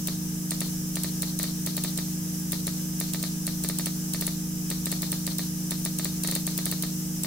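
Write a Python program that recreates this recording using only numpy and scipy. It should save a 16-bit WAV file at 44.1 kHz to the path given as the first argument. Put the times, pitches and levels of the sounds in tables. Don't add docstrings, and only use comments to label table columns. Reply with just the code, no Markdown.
import sys
import numpy as np
from scipy import signal
from scipy.fft import rfft, irfft
from scipy.io import wavfile
from scipy.ndimage import uniform_filter1d

SR = 44100
rng = np.random.default_rng(int(sys.argv[2]) if len(sys.argv) > 2 else 0)


def file_out(sig):
    cols = np.atleast_2d(sig).T
    lim = np.clip(cols, -1, 1)
    pcm = np.round(lim * 32767).astype(np.int16)
    wavfile.write(sys.argv[1], SR, pcm)


N = 320166
BINS_HZ = np.fft.rfftfreq(N, 1 / SR)
BOWL_HZ, TRACK_HZ, MAINS_HZ = 154, 233, 60


def from_db(db):
    return 10 ** (np.asarray(db) / 20)


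def spectrum_db(points):
    hz, *columns = np.transpose(points)
    return np.array([np.interp(np.log(BINS_HZ + 1), np.log(hz + 1), db) for db in columns])


def colour(x, gain_db):
    cepstrum = irfft(np.log(from_db(gain_db)), N)
    causal_fold = 1 + np.sign(N / 2 - np.arange(N)) * (np.arange(N) > 0)
    return irfft(rfft(x) * np.exp(rfft(cepstrum * causal_fold)), N)


def drift(rate_hz):
    knots = rng.standard_normal(400)
    return np.interp(np.arange(N) / SR * rate_hz, np.arange(400), knots / knots.std())


def ripple(depth_db):
    bumps = uniform_filter1d(rng.standard_normal((2, len(BINS_HZ))), size=200, axis=1)
    return depth_db * bumps / bumps.std()


def add(mix, start_s, sound):
    part = mix[:, max(round(start_s * SR), 0):][:, :sound.shape[1]]
    part += sound[:, :part.shape[1]]


def room(x, t60_s, wet_db):
    t = np.arange(SR // 2) / SR
    build_up = 1 - np.exp(-t / 0.009)
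    taps = rng.standard_normal((2, len(t))) * from_db(-60 * t / t60_s) * build_up
    taps /= np.linalg.norm(taps, axis=1, keepdims=True)
    return x + from_db(wet_db) * signal.fftconvolve(x, taps, axes=1)[:, :N]


# (frequency [Hz], gain [dB])
RUMBLE_SPECTRUM = [(10, -31), (24, -26), (33, -29), (45, -24), (58, -31.5), (77, -23), (92, -29),
                   (108, -23), (125, -28.5), (260, -36), (350, -34.5), (460, -36.5), (550, -47.5),
                   (1000, -57)]
def rumble():
    return colour(rng.standard_normal((1, N)), spectrum_db(RUMBLE_SPECTRUM))


# (order, left [dB], right [dB])
BOWL_HARMONICS = [(1, -37, -39.5), (2, -41, -42)]
TRACK_HARMONICS = [(1, -49.5, -42.5), (2, -62.5, -65)]
MAINS_HARMONICS = [(3, -34.5, -32.5), (6, -65, -67), (21, -64.5, -75)]
def hum(drive_hz, harmonics, waver=0.012):
    cycles = drive_hz * np.arange(N) / SR + 0.00075 * drift(2.2)
    tone = sum(from_db([[left_db], [right_db]]) * np.sin(2 * np.pi * (order * cycles + rng.random()))
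               for order, left_db, right_db in harmonics)
    return np.sqrt(2) * tone * (1 + waver * drift(4.3))


# (frequency [Hz], left [dB], right [dB])
HISS_SPECTRUM = [(750, -38.5, -38), (1440, -47, -44), (2250, -44.5, -46), (2850, -39.5, -47.5),
                 (3470, -42.5, -47), (4700, -42.5, -44.5), (5120, -32.5, -32.5), (6270, -32.5, -31),
                 (7260, -38.5, -31.7), (9250, -37.5, -35.5), (10200, -34.5, -39.5), (10900, -35.5, -39.5),
                 (12900, -31.5, -47), (15300, -34.5, -45)]
# (frequency [Hz], width [Hz], lift [dB])
HISS_RESONANCES = [(1636, 26, 11.5), (5850, 50, 1), (6070, 47, 6), (6220, 46, -2), (10800, 120, 7)]
def feeder_hiss(gain_db=-0.77, flutter=0.021, swell_db=0.6, bass_cut_hz=280, ripple_db=2.5):
    t = np.arange(N) / SR
    peaks_db = sum(lift_db / (1 + (2 * (BINS_HZ - hz) / width_hz) ** 2)
                   for hz, width_hz, lift_db in HISS_RESONANCES)
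    bass_loss_db = 10 * np.log10(1 + bass_cut_hz / (BINS_HZ + 10))
    shape_db = spectrum_db(HISS_SPECTRUM) + peaks_db - bass_loss_db
    pulsing = 1 + flutter * np.sin(2 * np.pi * BOWL_HZ * t)
    flow = pulsing * from_db(gain_db + swell_db * drift(11))
    return colour(rng.standard_normal((2, N)) * flow, shape_db + ripple(ripple_db))


# (frequency [Hz], left [dB], right [dB])
AFTER_HISS_SPECTRUM = [(100, -45, -40), (567, -37, -38), (1410, -41.5, -43.5), (2600, -44, -53),
                       (3510, -34, -41.5), (4400, -26, -32), (4580, -33.5, -33), (5260, -33.5, -43),
                       (7000, -45.5, -38), (9600, -37.5, -41), (14900, -36, -47)]
def after_hiss(shots, gain_db=-1.9, rise_s=0.0015, hold_s=0.047, t60_s=0.35, flicker_db=2.5):
    t, air = np.arange(SR // 3) / SR, np.zeros((2, N))
    rise = 1 - np.exp(-(t / rise_s) ** 2)
    decay = from_db(-60 * np.maximum(t - hold_s, 0) / t60_s)
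    for start_s, _ in shots:
        add(air, start_s, from_db(gain_db) * rise * decay * rng.standard_normal((2, len(t))))
    shape_db = spectrum_db(AFTER_HISS_SPECTRUM) + ripple(depth_db=2.0)
    return colour(air * from_db(flicker_db * drift(50)), shape_db)


# (frequency [Hz], left [dB], right [dB])
BRACKET_MODES = [(425, -21, -25), (596, -38, -53), (607, -25.5, -20), (698, -26.5, -28), (914, -35, -29.5),
                 (1046, -42, -32), (1253, -22.5, -28.5), (1766, -51, -45), (1840, -34, -18),
                 (2023, -25, -25.5), (2272, -23.5, -29), (2750, -41, -54), (3230, -39, -48),
                 (3480, -27, -45), (3680, -45, -16.5), (3960, -31, -20.5), (4155, -14, -25),
                 (4390, -18, -23), (4660, -20, -20.5)]
def valve_knocks(shots, ring_gain_db=-16.0, t60_s=0.028, scatter_s=0.00062, bounce_s=0.011,
                 bounce_db=-10.0, tick_db=-31, tick_s=0.0049, blow_db=-30, blow_s=0.0001):
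    t, knocks = np.arange(3000) / SR, np.zeros((2, N))
    hz, *ears_db = np.transpose(BRACKET_MODES)
    ear_gains = from_db(np.array(ears_db) + ring_gain_db)
    lag_s = scatter_s * rng.random(len(hz)) * (hz > 2400)
    age_s = t - lag_s[:, None]
    decay = (age_s > 0) * from_db(-60 * age_s / t60_s)
    blow = from_db(blow_db) * (t / blow_s) * (2 - t / blow_s) * np.exp(1 - t / blow_s)
    tick_band = signal.butter(2, [4500, 8000], "band", fs=SR, output="sos")
    tick_envelope = from_db(tick_db) * np.exp(-t / tick_s)
    for start_s, open_s in shots:
        for delay_s, landing_db in ((0, 0), (bounce_s, bounce_db)):
            detune, strength = rng.standard_normal((2, len(hz), 1))
            modes = decay * np.sin(2 * np.pi * hz[:, None] * (1 + 0.015 * detune) * age_s)
            ring = ear_gains @ (modes * from_db(0.97 * strength))
            tick = tick_envelope * signal.sosfilt(tick_band, rng.standard_normal((2, len(t))))
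            add(knocks, start_s + open_s + delay_s, from_db(landing_db) * (blow + ring + tick))
    return room(knocks, t60_s=0.077, wet_db=-9.0)


# (frequency [Hz], left [dB], right [dB])
PUFF_SPECTRUM = [(100, -62, -55), (500, -39, -27.5), (1700, -44, -41), (2780, -31, -40), (4300, -26, -22.5),
                 (4980, -36, -29.5), (7820, -26, -19), (8800, -32, -13.5), (9240, -24, -25.5),
                 (9600, -17.5, -21.5), (11220, -18, -23), (12000, -23.5, -43), (14100, -22.5, -26),
                 (15300, -15, -37)]
def air_puffs(shots, gain_db=6.5, rise_s=0.00015, sag_s=0.0032, length_s=0.0041, fall_s=0.0024,
              echo_s=0.0017, echo_db=-8):
    t, air = np.arange(600) / SR, np.zeros((2, N))
    opening = 1 - np.exp(-t / rise_s)
    pressure = np.exp(-t / sag_s)
    cutoff = (1 - np.tanh((t - length_s) / fall_s)) / 2
    for start_s, _ in shots:
        puff = from_db(gain_db) * opening * pressure * cutoff * rng.standard_normal((2, len(t)))
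        add(air, start_s - rise_s, puff)
        add(air, start_s + echo_s, from_db(echo_db) * puff)
    return room(colour(air, spectrum_db(PUFF_SPECTRUM)), t60_s=0.049, wet_db=-8.5)


# (time [s], valve open time [s])
JET_SHOTS = [(0.0723, 0.012), (0.5074, 0.011), (0.6056, 0.011), (0.9559, 0.014), (1.0346, 0.0107),
             (1.2211, 0.01), (1.3892, 0.0096), (1.43, 0.011), (1.6625, 0.01), (1.7672, 0.012),
             (1.8373, 0.0103), (1.9756, 0.0117), (2.52, 0.011), (2.669, 0.01), (3.0005, 0.0116),
             (3.135, 0.011), (3.2275, 0.0103), (3.4672, 0.011), (3.6374, 0.0098), (3.6878, 0.011),
             (3.7864, 0.01), (3.8588, 0.0102), (4.1355, 0.011), (4.2104, 0.013), (4.267, 0.0117),
             (4.702, 0.012), (4.857, 0.012), (4.9163, 0.01), (5.02, 0.011), (5.118, 0.0109),
             (5.2664, 0.0107), (5.3836, 0.0099), (5.708, 0.011), (5.8505, 0.0105), (5.9865, 0.01),
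             (6.0456, 0.01), (6.235, 0.013), (6.274, 0.013), (6.312, 0.011), (6.3516, 0.011),
             (6.4673, 0.0094), (6.5774, 0.011), (6.6556, 0.01), (6.714, 0.011), (6.8241, 0.012),
             (7.2348, 0.012)]
def sorting_jet():
    return air_puffs(JET_SHOTS) + after_hiss(JET_SHOTS) + valve_knocks(JET_SHOTS)


def scene():
    drives = hum(BOWL_HZ, BOWL_HARMONICS) + hum(TRACK_HZ, TRACK_HARMONICS)
    mains = hum(MAINS_HZ, MAINS_HARMONICS)
    return drives + mains + rumble() + feeder_hiss() + sorting_jet()


def record(dry):
    cutoff_hz = 15800
    taps = signal.firwin(301, cutoff_hz, window=("kaiser", 9), fs=SR)
    return signal.oaconvolve(dry, taps[None], "same", axes=1)


dry = scene()
out = record(dry)
file_out(out)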